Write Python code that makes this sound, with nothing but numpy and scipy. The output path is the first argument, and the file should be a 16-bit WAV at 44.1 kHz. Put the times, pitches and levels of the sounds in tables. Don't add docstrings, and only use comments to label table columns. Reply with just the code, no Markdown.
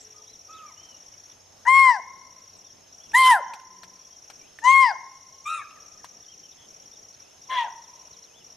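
import sys
import numpy as np
from scipy import signal
from scipy.fft import rfft, irfft, next_fast_len
from scipy.io import wavfile
from scipy.ndimage import uniform_filter1d

SR = 44100
rng = np.random.default_rng(int(sys.argv[2]) if len(sys.argv) > 2 else 0)


def to_linear_factor(level_db):
    exponent = np.asarray(level_db, float) / 20
    return 10 ** exponent


def generate_wav(signal):
    frames = np.transpose(np.atleast_2d(signal))
    scaled = np.clip(frames, -1, 1) * 32767
    pcm = np.round(scaled).astype(np.int16)
    wavfile.write(sys.argv[1], SR, pcm)


N = 377496

# f/Hz, level/dB per Hz
AIR_COLOUR = [(25, -18), (60, -2.5), (240, -3.5), (660, -0.5), (950, -4.5), (1500, -10), (3300, -9.5),
              (4700, -14.5), (7000, -30), (7700, -21.5), (9500, -20), (11500, -21.5), (13500, -21.5)]
# f/Hz, likeness/0-1
AIR_LIKENESS = [(60, 0.98), (150, 1), (360, 0.063), (890, 0.28), (2200, 0.33), (5400, 0.95), (13300, 0.43)]
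AIR_DB, AIR_TOP_HZ = -58, 13150
# t/s, level/dB
HUM_LEVEL = [(0, -71), (1.5, -68.5), (3, -71.5), (4.5, -76), (8.56, -78)]

# f/Hz, width/Hz, level/dB, throbs/per s, throb depth/dB
INSECT_BANDS = [
    (6363, 380, -59.5, 19, 1),
    (5437, 400, -61, 21, 0),
    (5590, 1500, -65, 18, 6.5),
    (6580, 460, -67.5, 15, -5.5),
]

# t/s, ring level/dB, ring f/Hz, crack level/dB, left over right/dB
TWIG_SNAPS = [(1.299, -52, 3530, -53, -10), (3.118, -42.5, 2570, -44, 1), (3.536, -33.5, 2470, -30.5, -4),
              (3.599, -45, 1512, -45, -8), (3.833, -41, 4200, -34, 4.5), (4.2998, -37, 802, -34.5, 4),
              (4.588, -31, 1820, -41, -4), (6.044, -31, 995, -34.5, 3), (8.24, -44, 4140, -57, -5),
              (1.138, -50.5, 2934, -53, 0), (5.708, -42, 2700, -48, 2), (2.872, -55, 3000, -56.5, -0.5)]

# t/s, length/s, turning f/Hz, drop to the end/Hz (negative dips), level/dB
ARCHED_WHISTLES = [(.53, 0.063, 3880, 898, -55.5), (4.103, 0.068, 3230, 31, -63),
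                   (6.23, 0.028, 3690, 799, -60.5), (6.279, .06, 3190, 125, -56.5),
                   (6.428, 0.046, 3140, 205.5, -59), (6.514, .024, 3750, 798, -57.5),
                   (6.922, 0.051, 3730, 599.5, -61.5), (7.125, 0.031, 4415, 1200, -62),
                   (7.215, .085, 2537, -450, -65.5), (8.281, 0.066, 2480, -450, -66),
                   (8.336, 0.097, 3520, 898.5, -58), (6.832, .02, 3400, 899.5, -64),
                   (1.31, .022, 3700, 998, -61), (2.838, .02, 3290, 300.5, -63),
                   (4.036, .025, 3350, 100, -62)]
RISE_SHARE, TURN_SHARE, EDGE_DB = .7, 0.39, -4
# t/s, length/s, start f/Hz, end f/Hz, level/dB
STRAIGHT_WHISTLES = [(2.565, .035, 8850, 6870, -64), (7.44, .035, 4100, 3100, -67),
                     (7.83, .06, 4143, 2420, -65), (8.125, .045, 4450, 3020, -61),
                     (8.17, .04, 2980, 3430, -64), (.585, .035, 3050, 2550, -60),
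                     (5.755, .035, 2050, 1600, -61), (5.995, .03, 1950, 1550, -61),
                     (8.25, .04, 4000, 2600, -65), (2.53, .03, 4600, 3900, -64),
                     (.14, .08, 1230, 1230, -62), (6.33, .025, 3000, 2400, -63), (0, .36, 430, 436, -63),
                     (3.62, .36, 374, 372, -66), (3.68, .3, 185, 182, -65), (8.08, .47, 460, 460, -69)]
# five t/s, their five f/Hz, level/dB
BENT_WHISTLES = [
    ((.258, .285, .315, .345, .362), (3150, 3800, 4050, 3800, 3030), -61),
    ((.755, .79, .85, .93, .97), (2700, 3000, 3140, 2960, 2750), -58.5),
    ((2.635, 2.65, 2.68, 2.705, 2.72), (2900, 3596, 3450, 3200, 2900), -64),
    ((2.998, 3.02, 3.045, 3.065, 3.08), (2900, 3350, 3400, 3100, 2500), -62),
    ((4.388, 4.398, 4.425, 4.465, 4.5), (3500, 2750, 2320, 2850, 3500), -62),
]
TRILL_S, TRILL_LENGTH_S, TRILL_DB = 6.572, .095, -56
TRILL_HZ, TRILL_SWING_HZ, TRILL_PER_S = 3280, 230, 75

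# first t/s, last t/s
CRICKET_RUNS = [(.051, .51), (0.667, .949), (1.007, 1.299), (1.683, 2.707), (2.929, 3.318), (3.429, 3.596),
                (3.653, 4.397), (4.647, 5.211), (5.27, 5.503), (5.807, 6.495), (6.689, 7.204),
                (7.421, 7.763), (7.823, 8.229), (8.448, 8.506)]
LONE_PULSES = [0.013, 1.683, 3.596, 4.698, 7.146, 7.6475]
BEAT_S, PULSE_S, PAIR_S = .057, .0165, .0198
CRICKET_HZ, DROOP_HZ = 5722, 260
CRICKET_DB, BLUR_DB, CRICKET_LEFT_DB = -43.3, -35, 1.4

# f/Hz, time to fall 60 dB/s
ECHO_RING = [(500, 1.1), (850, 1.2), (1060, 2.0), (1500, 1.2), (1850, 1.2), (2150, 1.9), (4000, .7),
             (9000, .25)]
NEAR_DB, NEAR_T60 = 15, 0.43
# delay t/s, level/dB
EARLY_SLAPS = [
    (.017, -23.5),
    (.031, -28.5),
    (.052, -27),
]
# delay t/s, level/dB
SLOPE_RETURNS = [(.12, -30), (0.092, -28), (.2, -28.5), (.085, -28), (.2, -27), (.15, -22)]
ECHO_TILTS = [-0.5, -3, -4.5, -3, -2, -3.5]

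# t/s, pitch f/Hz, effort level/dB, mouth opening (2nd harmonic over 1st)/dB
NEAR_BARKS = [
    [(1.651, 915, -52, -2.5), (1.67, 959.5, -27, 2), (1.68, 1006, -13, -4), (1.72, 1059, -14.5, -1.5),
     (1.78, 1082, -11, -3), (1.85, 1055, -13.5, -1), (1.895, 1002, -12, -5), (1.972, 774, -33, -2.5),
     (2.0, 649, -44, -35)],
    [(3.134, 824, -44, 2.5), (3.149, 937, -17.5, 8), (3.18, 1035, -13.5, -2), (3.22, 1045, -11.5, -5),
     (3.255, 1027, -10.5, -9.5), (3.29, 1023, -9.5, -10), (3.33, 912, -10.5, -4), (3.38, 679, -30, 2),
     (3.41, 523, -43.5, -21)],
    [(4.618, 860, -59.5, 5.5), (4.65, 973, -19, -9.5), (4.68, 1031, -9.5, -7.5), (4.72, 1075, -13, -3.5),
     (4.77, 1076, -13.5, -1), (4.83, 1048, -12.5, -4), (4.865, 962, -17.5, -5), (4.915, 770, -28, -3.5),
     (4.945, 623.4, -52, -10)],
]
FAR_BARKS = [
    [(0.482, 1206, -66, -17), (0.497, 1255, -47, -17), (0.56, 1284, -44.5, -19), (0.61, 1278, -45, -14),
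     (0.65, 1209, -48, -24), (0.69, 1146, -55.5, -3), (0.72, 960, -58, -7), (0.74, 904, -81, -5)],
    [(5.447, 1147, -70, -2), (5.46, 1185, -34.5, -2), (5.478, 1210, -27.5, -10), (5.5, 1253, -31.5, -8.5),
     (5.555, 1246, -35, -3.5), (5.577, 1231, -36, -7), (5.6, 1138, -36.5, -10), (5.62, 1103, -67, 18.5)],
    [(7.485, 1021, -62, -16), (7.5, 1035, -32.5, -14), (7.53, 1040, -24.5, -12), (7.566, 999, -30, -12),
     (7.585, 980.3, -22, -7), (7.615, 938, -23.5, -9.5), (7.645, 882.7, -31.5, -14), (7.67, 771, -45, -0.5),
     (7.69, 683, -47, -7)],
]
# left over right/dB, echo level/dB, echo length/factor, unsteadiness/0-1, 2nd voice/dB
CALLERS = [
    (-0.5, -10.5, 0.73, 0.01, -61),
    (7, -21.5, 0.75, 0, -58),
    (1, -23, 0.73, 0, -59),
    (7, -21, 0.71, 0, -62),
    (2, -13, 0.88, 0.01, -3.5),
    (3, -16.5, 0.86, 0.01, -63),
]
# 3rd harmonic/dB, its loss/dB per 100 Hz under top pitch, breath/dB,
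# 4th harmonic/dB, change for each higher harmonic/dB
VOICES = [(-40, 3, -21, -50, -5), (-27.5, 2.5, -30.5, -51.5, 1.5), (-32, 13, -21.5, -40.5, -3),
          (-26, 0.5, -31, -52, -2.5), (-16.5, 0, -22, -29, -4.5), (-21, 1, -24.5, -50, 4)]
MOUTH_HZ = [150, 400, 900, 1800, 3300, 5200, 6700, 8400, 10500, 13000]
MOUTHS = [(-32, -26.5, 5.5, 6.2, -3, -1, 15, -14, -13, -4),
          (3.5, -1.5, 6.1, 12, 4, 5.5, -4, 6, -11.5, -17.5), (-3, -7, 6.4, 2.4, 8.5, 0.5, -1, 5, 6.5, -8.5),
          (4, 2, 9.5, 8.9, 12, 2.5, -0.5, 5, -9, -17), (2.5, -10, 3, 7.5, 10, -17, 10, 7.5, -1.5, -14.5),
          (-4, -4, 14, 12, 21.5, -6.5, 1, -13, -12, -20)]
# harmonic number, start t/s, end t/s
SHINES = [(4, 1.68, 1.93), (5, 1.68, 1.72), (5, 1.765, 1.9), (7, 1.68, 1.81), (8, 1.68, 1.81),
          (9, 1.68, 1.725), (10, 1.725, 1.83), (8, 1.875, 1.925), (4, 3.138, 3.165), (4, 3.16, 3.27),
          (5, 3.15, 3.2), (5, 3.255, 3.345), (4, 4.645, 4.69), (4, 4.7, 4.86), (6, 4.645, 4.745),
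          (7, 4.65, 4.77), (8, 4.665, 4.735), (9, 4.645, 4.69), (10, 4.7, 4.83), (12, 4.665, 4.73),
          (3, 3.14, 3.23), (3, 3.22, 3.308), (6, 3.16, 3.22)]
SHINE_LEVELS = [-34, -36, -30.5, -34, -33, -37, -41, -35, -19, -26.5, -33.5, -28, -31.5, -32, -27, -34.5,
                -33.5, -40, -47.5, -49.5, -17, -14, -36]
TOP_HARMONIC = 9
FLICKER_DB, UPPER_FADE_DB_PER_S = 1.5, 22.5
BREATH_LOSS_DB, END_SHAKE, END_SHIMMER_DB = 0, .003, 0.53
SECOND_HZ, SECOND_RISE_HZ_PER_S, SECOND_FROM_S = 83, 240, .039
JET_DB = 4

# start t/s, end t/s, start f/Hz, width/Hz, level/dB
RASPS = [(1.665, 1.695, 6600, 700, -43), (1.88, 1.967, 5580, 1190, -41), (3.15, 3.183, 7190, 900, -32),
         (4.639, 4.664, 6500, 1786, -37.5), (4.757, 4.84, 7940, 2500, -43), (4.809, 4.918, 5180, 600, -37),
         (1.8, 1.89, 8300, 2200, -44), (7.497, 7.582, 1800, 298, -39), (7.497, 7.572, 690, 236, -47),
         (0, 0.047, 7700, 600, -56)]
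GASPS = [
    (5.605, 5.646, 1950, 130, -46.5),
    (5.605, 5.635, 1060, 150, -54),
]
# start t/s, end t/s, f/Hz, width/Hz,
# level/dB
HISSES = [(5.475, 5.495, 7350, 150, -56), (5.54, 5.585, 7220, 50, -56), (5.52, 5.59, 8530, 150, -55),
          (5.48, 5.61, 10000, 250, -58), (7.505, 7.625, 3350, 150, -39), (7.5, 7.63, 2880, 220, -44),
          (7.53, 7.62, 4900, 300, -57), (7.5, 7.6, 4050, 250, -53),
          (1.652, 1.678, 1650, 350, -38), (1.653, 1.675, 900, 150, -40.5), (1.685, 1.744, 500, 400, -47.5),
          (3.278, 3.297, 1600, 600, -33), (4.635, 4.66, 1400, 300, -48), (7.51, 7.559, 1500, 200, -48),
          (7.635, 7.69, 720, 150, -46), (5.5, 5.6, 1900, 300, -55)]
RASP_SAG, GASP_SAG, RASP_LEFT_DB = 0.064, 0.268, 1.5

BASS_MONO = .5


def evened(x):
    return x / np.sqrt(np.mean(x ** 2) + 1e-20)


def read(points, hz):
    f, value = np.transpose(points)
    return np.interp(np.log(hz + 1), np.log(f + 1), value)


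def drift(count, size):
    return evened(uniform_filter1d(uniform_filter1d(rng.standard_normal(count), size), size))


def glide(s, hz):
    t = np.arange(s[0], s[-1], 1 / SR)
    k = np.clip(np.searchsorted(s, t, "right") - 1, 0, len(s) - 2)
    slope, step, rise = np.gradient(hz, s), np.diff(s)[k], np.diff(hz)[k]
    u = (t - s[k]) / step
    bend = (1 - u) * (slope[k] * step - rise) - u * (slope[k + 1] * step - rise)
    return t, np.interp(t, s, hz) + u * (1 - u) * bend


def swell(t, start, end):
    return np.sin(np.pi * np.clip((t - start) / (end - start), 0, 1)) ** 0.26


def add(mix, s, sound, pan_db=0):
    part = mix[:, max(round(s * SR), 0):][:, :np.shape(sound)[-1]]
    part += np.atleast_2d(sound)[:, :part.shape[1]] * to_linear_factor(np.array([[.5], [-.5]]) * pan_db)


def echoes(length=1, tilt_db=0):
    shape = (2, 3 * SR // 2)
    taps = rng.standard_normal(shape) * (rng.random(shape) < .05)
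    taps += .5 * taps[::-1]
    hz, t, z = signal.stft(taps, SR, nperseg=256)
    t60 = read(ECHO_RING, hz)[:, None]
    slopes = to_linear_factor(-60 * t / length / t60)
    trunks = to_linear_factor(NEAR_DB - 60 * t / np.minimum(NEAR_T60, 1.1 * t60))
    decay = (slopes + trunks) * to_linear_factor(1.8 * drift(len(t), size=9)) * (1 - np.exp(-t / 0.004))
    decay *= to_linear_factor(tilt_db * np.log2(np.maximum(hz, 1000) / 1000))[:, None]
    tail = signal.istft(z * decay, SR, nperseg=256)[1]
    return tail / np.linalg.norm(tail[0])


def air():
    frames, hz = N // 256 + 5, np.fft.rfftfreq(1024, 1 / SR)
    a, b, c, d, patches = rng.standard_normal((frames, 513, 5)).T
    patches = evened(uniform_filter1d(uniform_filter1d(patches, 12, 0), 14, 1))
    same = np.clip(read(AIR_LIKENESS, hz), -1, 1)[:, None]
    left = a + 1j * b
    right = same * left + np.sqrt(1 - same ** 2) * (c + 1j * d)
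    level_db = read(AIR_COLOUR, hz)[:, None] + 1.5 * patches + 0.45 * drift(frames, size=30)
    z = np.array([left, right]) * to_linear_factor(level_db) * (hz < AIR_TOP_HZ)[:, None]
    wash = to_linear_factor(AIR_DB) * evened(signal.istft(z, nperseg=1024, noverlap=768)[1][:, :N])
    t = np.arange(N) / SR
    hum = np.sin(2 * np.pi * 93 * t + .6 * drift(N, size=3000)) * (1 + .3 * drift(N, size=4000))
    return wash + to_linear_factor(np.interp(t, *np.transpose(HUM_LEVEL)) + 0.5) * hum


def chorus():
    size = next_fast_len(N)
    hz, out = np.fft.rfftfreq(size, 1 / SR), 0
    for centre_hz, width, db, rate, depth_db in INSECT_BANDS:
        noise = rng.standard_normal((2, N))
        shape = 1 / (1 + (2 * (hz - centre_hz) / width) ** 4)
        band = irfft(rfft(noise + 0.17 * noise[::-1], size) * shape, size)[:, :N]
        throb = np.cos(2 * np.pi * np.cumsum(rate * (1 + 0.036 * drift(N, size=20000))) / SR)
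        out = out + to_linear_factor(db + depth_db * throb + 0.69 * drift(N, size=15000)) * evened(band)
    return out


def twigs():
    out, t = np.zeros((2, N)), np.arange(1500) / SR
    crack_filter = signal.butter(1, [800 / SR * 2, 3000 / SR * 2], "band")
    for s, ring_db, hz, crack_db, pan_db in TWIG_SNAPS:
        noise = rng.standard_normal((2, 1500))
        ring = np.sin(2 * np.pi * hz * t) * to_linear_factor(ring_db - 60 * t / 0.019)
        splinters = (noise + noise[::-1] / 2) * to_linear_factor(crack_db - 60 * t / 0.07)
        crack = signal.lfilter(*crack_filter, splinters)
        add(out, s, (ring + crack) * np.minimum(t / 0.0002, 1), pan_db)
    return out


def trill():
    t = np.arange(0, TRILL_LENGTH_S, 1 / SR)
    warble = np.sin(2 * np.pi * TRILL_PER_S * t) * (1 + 0.41 * drift(len(t), size=200))
    hz = TRILL_HZ + TRILL_SWING_HZ * warble
    return to_linear_factor(TRILL_DB) * np.sin(2 * np.pi * np.cumsum(hz) / SR) * np.hanning(len(t)) ** 0.11


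def birds():
    out = np.zeros((2, N))
    arches = [(s, length, (hz - RISE_SHARE * drop, hz, hz - drop), db)
              for s, length, hz, drop, db in ARCHED_WHISTLES]
    slides = [(s, length, (a, a + TURN_SHARE * (b - a), b), db)
              for s, length, a, b, db in STRAIGHT_WHISTLES]
    notes = [(start + length * np.array([0, TURN_SHARE, 1]), hz, db)
             for start, length, hz, db in arches + slides]
    for s, hz, db in notes + BENT_WHISTLES:
        t, hz = glide(np.array(s), np.array(hz))
        shaky_hz = hz * (1 + 0.0063 * drift(len(t), size=100))
        husk = 1 + 0.35 * drift(len(t), size=160)
        tone = np.sin(2 * np.pi * np.cumsum(shaky_hz) / SR) * husk
        level = to_linear_factor(db + np.interp(t, [s[0], s[len(s) // 2], s[-1]], [EDGE_DB, 0, EDGE_DB]))
        add(out, s[0], np.sqrt(2) * level * tone * signal.windows.tukey(len(t), .15), 2.5)
    add(out, TRILL_S, trill(), 2.5)
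    return out + to_linear_factor(-13.0) * signal.fftconvolve(out, echoes(), axes=1)[:, :N]


def pulse_pairs():
    beats = np.concatenate([np.linspace(a, b, round((b - a) / BEAT_S) + 1) for a, b in CRICKET_RUNS])
    return beats[abs(beats[:, None] - LONE_PULSES).min(axis=1) > BEAT_S / 4]


def cricket():
    out, u = np.zeros((2, N)), np.arange(round(PULSE_S * SR)) / (PULSE_S * SR)
    strokes = np.concatenate([pulse_pairs(), pulse_pairs() + PAIR_S, LONE_PULSES])
    for s, luck in zip(strokes, rng.standard_normal((len(strokes), 3))):
        hz = CRICKET_HZ + 15 * luck[0] - 1.6 * DROOP_HZ * abs(u - .35) ** 3.9
        phase = 2 * np.pi * (np.cumsum(hz) / SR + luck[1])
        stroke = np.sin(np.pi * u) ** 1.4 * (np.sin(phase) + to_linear_factor(-30) * np.sin(2 * phase))
        add(out, s - PULSE_S / 2, to_linear_factor(CRICKET_DB + 0.38 * luck[2]) * stroke, CRICKET_LEFT_DB)
    blur = rng.standard_normal((2, 2000)) * to_linear_factor(-60 * np.arange(2000) / SR / 0.11)
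    return out + to_linear_factor(BLUR_DB) * signal.oaconvolve(out, blur, axes=1)[:, :N]


def rasp(start, end, start_hz, end_hz, width, db):
    t = np.arange(start, end, 1 / SR)
    noise = rng.standard_normal((2, 2, len(t)))
    noise = signal.lfilter(*signal.butter(2, width / SR), noise + .6 * noise[:, ::-1])
    turn = np.exp(2j * np.pi * np.cumsum(np.linspace(start_hz, end_hz, len(t))) / SR)
    return to_linear_factor(db) * swell(t, start, end) * evened(((noise[0] + 1j * noise[1]) * turn).real)


def hoarseness():
    out = np.zeros((2, N))
    for rows, sag in ((RASPS, RASP_SAG), (GASPS, GASP_SAG), (HISSES, 0)):
        for start, end, hz, width, db in rows:
            add(out, start, rasp(start, end, hz, hz * (1 - sag), width, db), RASP_LEFT_DB)
    return out + to_linear_factor(-16.0) * signal.fftconvolve(out, echoes(), axes=1)[:, :N]


def breath_puffs(turns, mouth):
    count = len(turns)
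    own, shared = rng.standard_normal((2, count)), rng.standard_normal(count)
    puffs = (1 + 0.45 * np.cos(2 * np.pi * turns)) * (0.81 * own + 0.86 * shared)
    colour = read(mouth, np.fft.rfftfreq(count, 1 / SR))
    z = signal.stft(irfft(rfft(puffs) * to_linear_factor(colour), count), nperseg=256)[2]
    patches = uniform_filter1d(uniform_filter1d(rng.standard_normal(z.shape[1:]), 3, 0), 16, 1)
    bass_steady = np.minimum(np.arange(len(patches)) / 8, 1)[:, None]
    return signal.istft(z * to_linear_factor(JET_DB * evened(patches) * bass_steady), nperseg=256)[1][:, :count]


def bark(rows, mouth_db, voice_db, unsteady, second_db):
    s, hz, effort_db, open_db = np.transpose(rows)
    third_db, loss_db, breath_db, upper_db, tilt_db = voice_db
    mouth = list(zip(MOUTH_HZ, mouth_db))
    t, hz = glide(s, hz)
    count, age = len(t), t - s[0] - SECOND_FROM_S
    away = (hz.max() - hz) / 100
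    loss = loss_db * away * (t > t[hz.argmax()])

    push_db = np.interp(t, s, effort_db)
    effort = to_linear_factor(push_db + END_SHIMMER_DB * away * drift(count, size=110))
    breath = to_linear_factor(push_db + breath_db - BREATH_LOSS_DB * away + 1.5 * drift(count, size=600))
    turns = np.cumsum(hz * (1 + (unsteady + END_SHAKE * away) * drift(count, size=90))) / SR
    second = to_linear_factor(second_db) * np.clip(age / .012 + .7, 0, 1)
    other = turns + (SECOND_HZ + SECOND_RISE_HZ_PER_S * age / 2) * age + .5

    over_db = [0, np.interp(t, s, open_db), third_db - loss + 2.5 * drift(count, size=900)]
    for k in range(4, TOP_HARMONIC + 1):
        fade_db = (tilt_db - UPPER_FADE_DB_PER_S * age) * (k - 4)
        flicker_db = FLICKER_DB * drift(count, size=1200)
        over_db.append(upper_db + fade_db - loss + read(mouth, k * hz) + flicker_db)

    voice = 0
    for k, db in enumerate(over_db, 1):
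        main = np.cos(2 * np.pi * k * turns + .8 * k * k / 2)
        extra = to_linear_factor(-1.5 * (k - 1) ** 2) * np.cos(2 * np.pi * k * other)
        if k == 3:
            extra = extra + 0.68 * np.cos(2 * np.pi * (2 * turns + other))
        voice = voice + to_linear_factor(db) * (main + second * extra)
    for (k, start, end), db in zip(SHINES, SHINE_LEVELS):
        if s[0] < start < s[-1]:
            shine = to_linear_factor(db + 2.6 * drift(count, size=500)) * swell(t, start, end)
            voice = voice + shine * np.cos(2 * np.pi * k * turns)
    return np.sqrt(2) * effort * voice + breath * breath_puffs(turns, mouth)


def deer():
    out = np.zeros((2, N))
    barks = sorted(NEAR_BARKS + FAR_BARKS)
    for rows, mouth_db, voice_db, tilt_db, (late, late_db), caller in zip(
            barks, MOUTHS, VOICES, ECHO_TILTS, SLOPE_RETURNS, CALLERS):
        pan_db, echo_db, length, unsteady, second_db = caller
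        start = rows[0][0]
        call = bark(rows, mouth_db, voice_db, unsteady, second_db)
        add(out, start, call, pan_db)
        tail = signal.fftconvolve(call, echoes(length, tilt_db), axes=1)
        add(out, start, to_linear_factor(echo_db) * tail, 0.35 * pan_db)
        add(out, start + late, to_linear_factor(late_db) * uniform_filter1d(call, size=18))
        for delay, db in EARLY_SLAPS:
            add(out, start + delay, to_linear_factor(db) * call, rng.uniform(-5.5, 3))
    return out + hoarseness()


def scene():
    return air() + chorus() + twigs() + birds() + cricket() + deer()


def band_limit(x):
    return signal.sosfilt(signal.butter(12, 13880, fs=SR, output="sos"), x)


def record(dry):
    power_db = 10 * np.log10(abs(uniform_filter1d((dry ** 2).mean(0), 400)) + 1e-12)
    creep = np.arange(N) * 14.0 / SR
    over_db = np.maximum(np.maximum.accumulate(power_db + creep) - creep + 23.5, 0)
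    level = dry / to_linear_factor(0.19 * uniform_filter1d(over_db, 200))
    level = signal.oaconvolve(level, signal.firwin(301, 13700, fs=SR)[None], "same")
    mix = level - BASS_MONO * uniform_filter1d(level - level[::-1], size=180) / 2
    return band_limit(mix)


dry = scene()
out = record(dry)
generate_wav(out)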